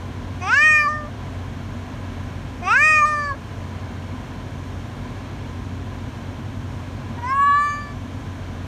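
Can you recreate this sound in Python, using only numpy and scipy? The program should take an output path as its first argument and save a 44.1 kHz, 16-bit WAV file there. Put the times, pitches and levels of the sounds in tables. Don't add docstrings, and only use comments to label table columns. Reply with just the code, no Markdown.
import sys
import numpy as np
from scipy import signal
from scipy.fft import rfft, irfft, next_fast_len
from scipy.io import wavfile
from scipy.ndimage import uniform_filter1d, map_coordinates

SR = 44100
rng = np.random.default_rng(int(sys.argv[2]) if len(sys.argv) > 2 else 0)


def voltage_ratio(decibels):
    exponent = np.asarray(decibels, float) / 20
    return 10 ** exponent


def to_wav(s):
    ch = np.atleast_2d(s).T
    pcm = np.round(np.clip(ch, -1, 1) * 32767)
    wavfile.write(sys.argv[1], SR, pcm.astype(np.int16))


N = 382337


def unit(x):
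    return x / np.sqrt(np.mean(x ** 2) + 1e-20)


def along(points, hz):
    point_hz, point_db = np.transpose(points)
    return np.interp(np.log(hz + 1), np.log(point_hz + 1), point_db, left=-120, right=-120)


def wobble(rate_hz, size=N):
    knots = rng.standard_normal(int(size * rate_hz / SR) + 4)
    return map_coordinates(knots, [np.arange(size) * rate_hz / SR])


def noise(gain):
    m = next_fast_len(N)
    spectrum = rfft(rng.standard_normal(m)) * gain(np.fft.rfftfreq(m, 1 / SR))
    return unit(irfft(spectrum, m)[:N])


def resonance(hz, centre_hz, width_hz):
    return centre_hz ** 2 / (centre_hz ** 2 - hz ** 2 + 1j * hz * width_hz)


def bump(t, at_s, length_s):
    return np.exp(-((t - at_s) / length_s) ** 2)


def cat():
    # time_s, held_pitch_hz, effort_db, jaw (0-1), tongue (0-1)
    howl_1 = [
        (.4, 623, -38.5, 0.15, 0.4),
        (.485, 625, -24.5, 0.42, 0.56),
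        (.54, 646, -20.5, 0.79, 1),
        (.59, 625, -22, 0.88, .78),
        (.66, 623.8, -19.5, 0.93, 0.61),
        (.8, 597.2, -22, 0.86, 0.68),
        (.885, 580, -24, 0.45, .36),
        (1.02, 569.5, -30.5, .24, 0.1),
        (1.1, 560, -37, 0.15, 0),
    ]
    howl_2 = [
        (2.61, 636, -40.5, 0.081, 0.36),
        (2.67, 611, -26.5, .32, .63),
        (2.72, 617, -21, 0.64, 0.87),
        (2.78, 617, -21.5, 0.83, 0.72),
        (2.855, 629, -17.5, 0.84, 0.65),
        (2.98, 611, -17.5, 0.73, 0.65),
        (3.045, 590.8, -21.5, .48, 0.54),
        (3.27, 551.3, -33, .44, 0.34),
        (3.36, 520, -35.5, .3, 0.07),
    ]
    howl_3 = [
        (7.17, 553, -33, .1, .33),
        (7.235, 555, -32, 0.2, 0.52),
        (7.3, 550, -27, 0.38, 0.32),
        (7.345, 558, -26.5, 0.34, 0.24),
        (7.41, 564.5, -24, 0.39, .29),
        (7.55, 584, -24.5, 0.47, 0.27),
        (7.65, 597.4, -26.5, .57, 0.42),
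        (7.72, 599, -30.5, 0.62, 0.45),
        (7.94, 585, -51.5, 0.62, .44),
    ]
    # slack_pitch_hz, middle_s, spread_s, hoarseness_db
    tension = [
        (338.4, .525, .037, 0),
        (336.6, 2.737, 0.036, -1),
        (472, 7.283, .024, -17),
    ]
    # hz, level_db
    toward = [(2600, -5), (3500, -18.5), (4250, -9.5), (4850, -4), (5500, -1.5), (6200, -4), (7100, -11),
              (8000, -15), (9400, -32), (11200, -29), (13000, -37), (15500, -37.5)]
    aside = [(2600, -23), (3600, -9), (4300, -5), (4900, 1), (5500, -2.5), (6200, -0.5), (7000, -4),
             (8000, -1), (9400, -26), (11200, -21), (13000, -30), (15500, -26)]
    away = [(2600, 1.5), (3500, -3), (4100, -8), (4700, -4), (5200, -21), (6200, -19), (7300, -7),
            (8300, -9), (9400, -29), (11200, -18.5), (13000, -48.5), (15500, -18)]
    # time_s, length_s, level_db
    puffs = [
        (0.49, .04, -54),
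        (2.73, 0.05, -52),
        (.665, .008, -59),
        (2.815, .008, -51),
    ]
    # hz, db_per_hz
    breath_colour = [(1500, -28), (2600, -14), (3700, -17), (5000, 1), (6100, 4), (7000, -13), (8200, -8.5),
                     (10000, -21), (15600, -22.5)]
    # delay_s, level_db
    walls = [(.0011, -35), (.0019, -47), (.0031, -38), (.0052, -15.5), (.0083, -28)]

    t = np.arange(N) / SR
    flow = sum(voltage_ratio(db) * bump(t, at_s, length_s) for at_s, length_s, db in puffs)
    breath = flow * voltage_ratio(4.6 * wobble(90)) * noise(lambda hz: voltage_ratio(along(breath_colour, hz)))
    voice = howl(howl_1, tension[0], toward, bright_db=-38, chest_db=-36.0)
    voice = voice + howl(howl_2, tension[1], aside, bright_db=-44, chest_db=-33.5)
    voice = voice + howl(howl_3, tension[2], away, bright_db=-40.5, chest_db=-47.5)
    direct = voice + breath
    return direct + sum(voltage_ratio(db) * np.roll(direct, round(delay_s * SR)) for delay_s, db in walls)


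def howl(rows, tighten, upper, bright_db, chest_db):
    tilt_db_per_octave, first_width_hz, second_width_hz, nose_hz = -5, 155, 140, 2970
    jitter, shimmer_db, flutter_db, ripple_db, fizz = 0.0022, 2, 2, 2.5, 0.15
    onset_s, cut_s = 0.02, 0.0078

    start_s, end_s = rows[0][0], rows[-1][0]
    start, end = round(start_s * SR), round(end_s * SR)
    t = np.arange(start, end) / SR
    step = t[::32]
    pitch, effort_db, first_hz, second_hz, bright_db, cavities = controls(rows, tighten, step, bright_db)
    k = np.arange(1, 44)[:, None]
    hz = k * pitch

    def drifts(rate_hz):
        return np.array([wobble(rate_hz * 32, size=len(step)) for _ in k])

    folds = voltage_ratio(effort_db + tilt_db_per_octave * np.log2(k))
    throat = folds * resonance(hz, first_hz, first_width_hz) * resonance(hz, second_hz, second_width_hz)
    throat /= np.sqrt(1 + (hz / nose_hz) ** 8)
    glints = sum(g ** 2 * np.exp(-((hz - c) / w) ** 2) for c, w, g in cavities)
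    drift = drifts(14)
    flutter = drifts(70)
    ripple = np.interp(hz, np.arange(20000), wobble(SR / 170, size=20000))
    broad = voltage_ratio(bright_db + along(upper, hz) + shimmer_db * drift + ripple_db * ripple)
    mouth = np.sqrt(broad ** 2 + glints) * voltage_ratio(flutter_db * flutter)
    mouth *= 1 + fizz * np.sqrt(hz / 6000) * (600 / pitch) * drifts(450)
    throat *= voltage_ratio(0.71 * (600 / pitch) ** 2 * flutter)
    size = np.hypot(np.abs(throat), mouth)
    size[0] = voltage_ratio(chest_db + 0.27 * effort_db) * np.abs(resonance(pitch, 733, 170))
    lag = np.unwrap(np.angle(throat), axis=1) - 0.31 * k ** 2

    rate_hz = np.interp(t, step, pitch)
    tremble = jitter * (600 / rate_hz) ** 3 * wobble(161.7, size=len(t))
    tremble = tremble + 0.0032 * wobble(14.26, size=len(t))
    turns = np.cumsum(rate_hz * (1 + tremble)) / SR
    voice = 0
    for n, level, phase in zip(k, size, lag):
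        voice = voice + np.interp(t, step, level) * np.cos(2 * np.pi * n * turns + np.interp(t, step, phase))
    fade = np.clip(np.minimum((t - start_s) / onset_s, (end_s - t) / cut_s), 0, 1)
    return np.pad(voice * fade, (start, N - end))


def controls(rows, tighten, step, bright_db):
    # time_s, length_s, jump_hz, jaw_step
    breaks = [
        (0.88, 0.0094, 27, -0.054),
        (1.083, .012, 120, -0.084),
        (3.055, 0.013, 24, 0.18),
        (3.318, 0.025, -10.5, -0.27),
        (3.35, .011, 141, -.03),
        (7.27, .018, 3, 0.094),
        (7.332, .006, -6, -0.061),
        (7.494, .012, -7, -0.022),
    ]
    # time_s, length_s, dip_db
    catches = [(0.462, 0.021, -4), (0.512, 0.011, -1.5), (0.555, .01, -3), (0.876, .007, -3.5),
               (1.092, .014, -11), (2.75, .006, -1.5), (2.795, 0.016, -3), (3.06, 0.011, -0.5),
               (3.347, 0.012, -3), (7.209, .013, -12), (7.276, 0.02, -5), (7.36, 0.021, -3.5)]
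    # jaw_shut_hz, jaw_open_hz, width_hz, db_over_effort
    slack_cavities = [(2310, 2900, 170, 2), (2400, 4300, 470, -12), (4800, 5200, 170, -12.5),
                      (6200, 5240, 220, -10.5), (8200, 8500, 180, -23)]
    # time_s, length_s, centre_hz, level_db
    head_glints = [(.5, .014, 2650, -29), (.44, .018, 6040, -43), (0.64, 0.047, 3080, -28),
                   (0.678, 0.073, 7850, -35.5), (0.8, 0.053, 11020, -48), (.836, 0.031, 4580, -32.5),
                   (0.896, 0.023, 6060, -44), (0.926, 0.029, 5420, -51), (2.7, .014, 2450, -27),
                   (2.754, .011, 2620, -25), (2.715, .02, 5650, -38), (2.886, 0.041, 6200, -34),
                   (2.98, 0.08, 6580, -34), (3.1, 0.072, 9200, -47), (3.116, .045, 10850, -57),
                   (3.213, 0.062, 4540, -37), (3.09, 0.0398, 14300, -65), (7.27, .03, 5970, -50),
                   (7.298, .021, 5200, -41.5), (7.315, .01, 2130, -32), (7.44, .077, 7300, -50),
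                   (7.65, 0.042, 15100, -55), (7.44, .09, 2850, -38.5), (7.523, 0.07, 4130, -38),
                   (7.639, 0.028, 8000, -41), (7.703, 0.073, 6720, -37), (7.737, .036, 11430, -55),
                   (7.72, 0.12, 4820, -42.5)]
    jaw_hz, tongue_hz = (598, 1825), (1494, 2900)
    snap_db, snap_s, snap_hz = 6.5, 0.065, 25

    def span(ends, u):
        return ends[0] + (ends[1] - ends[0]) * u

    def smooth(column):
        return uniform_filter1d(np.interp(step, time_s, column), size=23, mode="nearest")

    time_s, *columns = np.transpose(rows)
    held_hz, effort_db, jaw, tongue = [smooth(c) for c in columns]
    slack_hz, middle_s, spread_s, hoarse_db = tighten
    tight = 1 / (1 + np.exp((middle_s - step) / spread_s))
    pitch = slack_hz + (held_hz - slack_hz) * tight
    for at_s, length_s, jump_hz, jaw_step in breaks:
        after = (time_s[0] < at_s) * (1 + np.tanh(2 * (step - at_s) / length_s)) / 2
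        pitch = pitch + jump_hz * after
        jaw = jaw + jaw_step * after
        snap = np.clip(jump_hz / snap_hz, 0, 1) * after * np.exp(-np.abs(step - at_s) / snap_s)
        bright_db = bright_db + snap_db * snap
    for at_s, length_s, db in catches:
        effort_db = effort_db + db * bump(step, at_s, length_s)
    bright_db = bright_db + 0.86 * effort_db + 24 * jaw + 3.5 * tongue

    cavities = []
    for shut_hz, open_hz, width_hz, db in slack_cavities:
        level = (1 - tight) * np.clip(3 * jaw, 0, 1) * voltage_ratio(db + hoarse_db + effort_db)
        cavities.append((span((shut_hz, open_hz), jaw), width_hz, level))
    for at_s, length_s, centre_hz, db in head_glints:
        cavities.append((centre_hz, 202, voltage_ratio(db) * np.exp(-((step - at_s) / length_s) ** 2 / 2)))
    return pitch, effort_db, span(jaw_hz, jaw), span(tongue_hz, tongue), bright_db, cavities


def engine():
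    # multiple, rms_db
    orders = [(1, -45), (2, -35), (3, -44), (4, -52), (5, -46.5), (6, -47)]
    # hz, rms_db
    whine = [(3198, -65)]
    shaft_hz = 45.1
    turns = np.cumsum(shaft_hz * (1 + 0.0024 * wobble(1.2))) / SR
    lines = [(k, db) for k, db in orders] + [(hz / shaft_hz, db) for hz, db in whine]
    drone = 0
    for multiple, db in lines:
        swell = np.sqrt(2) * voltage_ratio(db + 0.87 * wobble(4))
        drone = drone + swell * np.sin(2 * np.pi * (multiple * turns + rng.random()))
    return drone


def cabin():
    # hz, db_per_hz
    boom_colour = [(28, -44), (38, -20.5), (52, -13.5), (84, -19), (99, -8.5), (108, -12.5), (133, -15.5),
                   (160, -20.5), (195, -23), (250, -15), (300, -29.5), (420, -51)]
    rush_colour = [(160, -35.5), (280, -5.5), (320, -5), (512, -9), (700, -8.5), (881, -12), (1010, -8.5),
                   (1180, -14.5), (1570, -15.5), (1950, -19), (3320, -22.5), (5000, -30.5), (6500, -56.5),
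                   (11000, -120)]
    hiss_colour = [(2940, -34), (5000, -5.5), (5420, 0.5), (6710, 0), (7810, -7), (9270, -7),
                   (10600, -17.5), (11100, -13.5), (11700, -14), (14800, -16), (15600, -25.5)]
    # centre_hz, width_hz, level_db (level unused)
    hollows = [(1022, 40, 0), (1652, 130, -6), (2230, 150, -10), (3080, 17, -12), (4100, 55, -17),
               (5300, 140, -20), (6110, 82, -21), (11400, 260, -33)]

    def hollow(hz):
        return 1 + sum(0.5 / (1 + (2 * (hz - c) / w) ** 2) for c, w, _ in hollows)

    boom = voltage_ratio(-33 + 0.22 * wobble(0.55)) * noise(lambda hz: voltage_ratio(along(boom_colour, hz)))
    rush = voltage_ratio(-39 + 0.54 * wobble(3.42)) * noise(lambda hz: voltage_ratio(along(rush_colour, hz)) * hollow(hz))
    hiss = voltage_ratio(-57 + 0.4 * wobble(5)) * noise(lambda hz: voltage_ratio(along(hiss_colour, hz)) * hollow(hz))
    m = next_fast_len(N)
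    notch = 1 - 0.5 / (1 + ((np.fft.rfftfreq(m, 1 / SR) - 4980) / 130) ** 2)
    return boom + irfft(rfft(rush + hiss, m) * notch, m)[:N]


def scene():
    return (cat() + engine() + cabin())[None]


def roll_off(x):
    return signal.sosfilt(signal.butter(12, 15710, fs=SR, output="sos"), x)


def record(dry):
    knee_db, ratio, release_s = -27, 0.26, 0.087
    power = uniform_filter1d(dry ** 2, 1500, axis=1)
    keep = np.exp(-1 / (release_s * SR))
    held = np.maximum(power, signal.lfilter([1 - keep], [1, -keep], power))
    gain = (1 + np.abs(held) / voltage_ratio(2 * knee_db)) ** (-ratio / 2)
    return roll_off(dry * gain)


dry = scene()
out = record(dry)
to_wav(out)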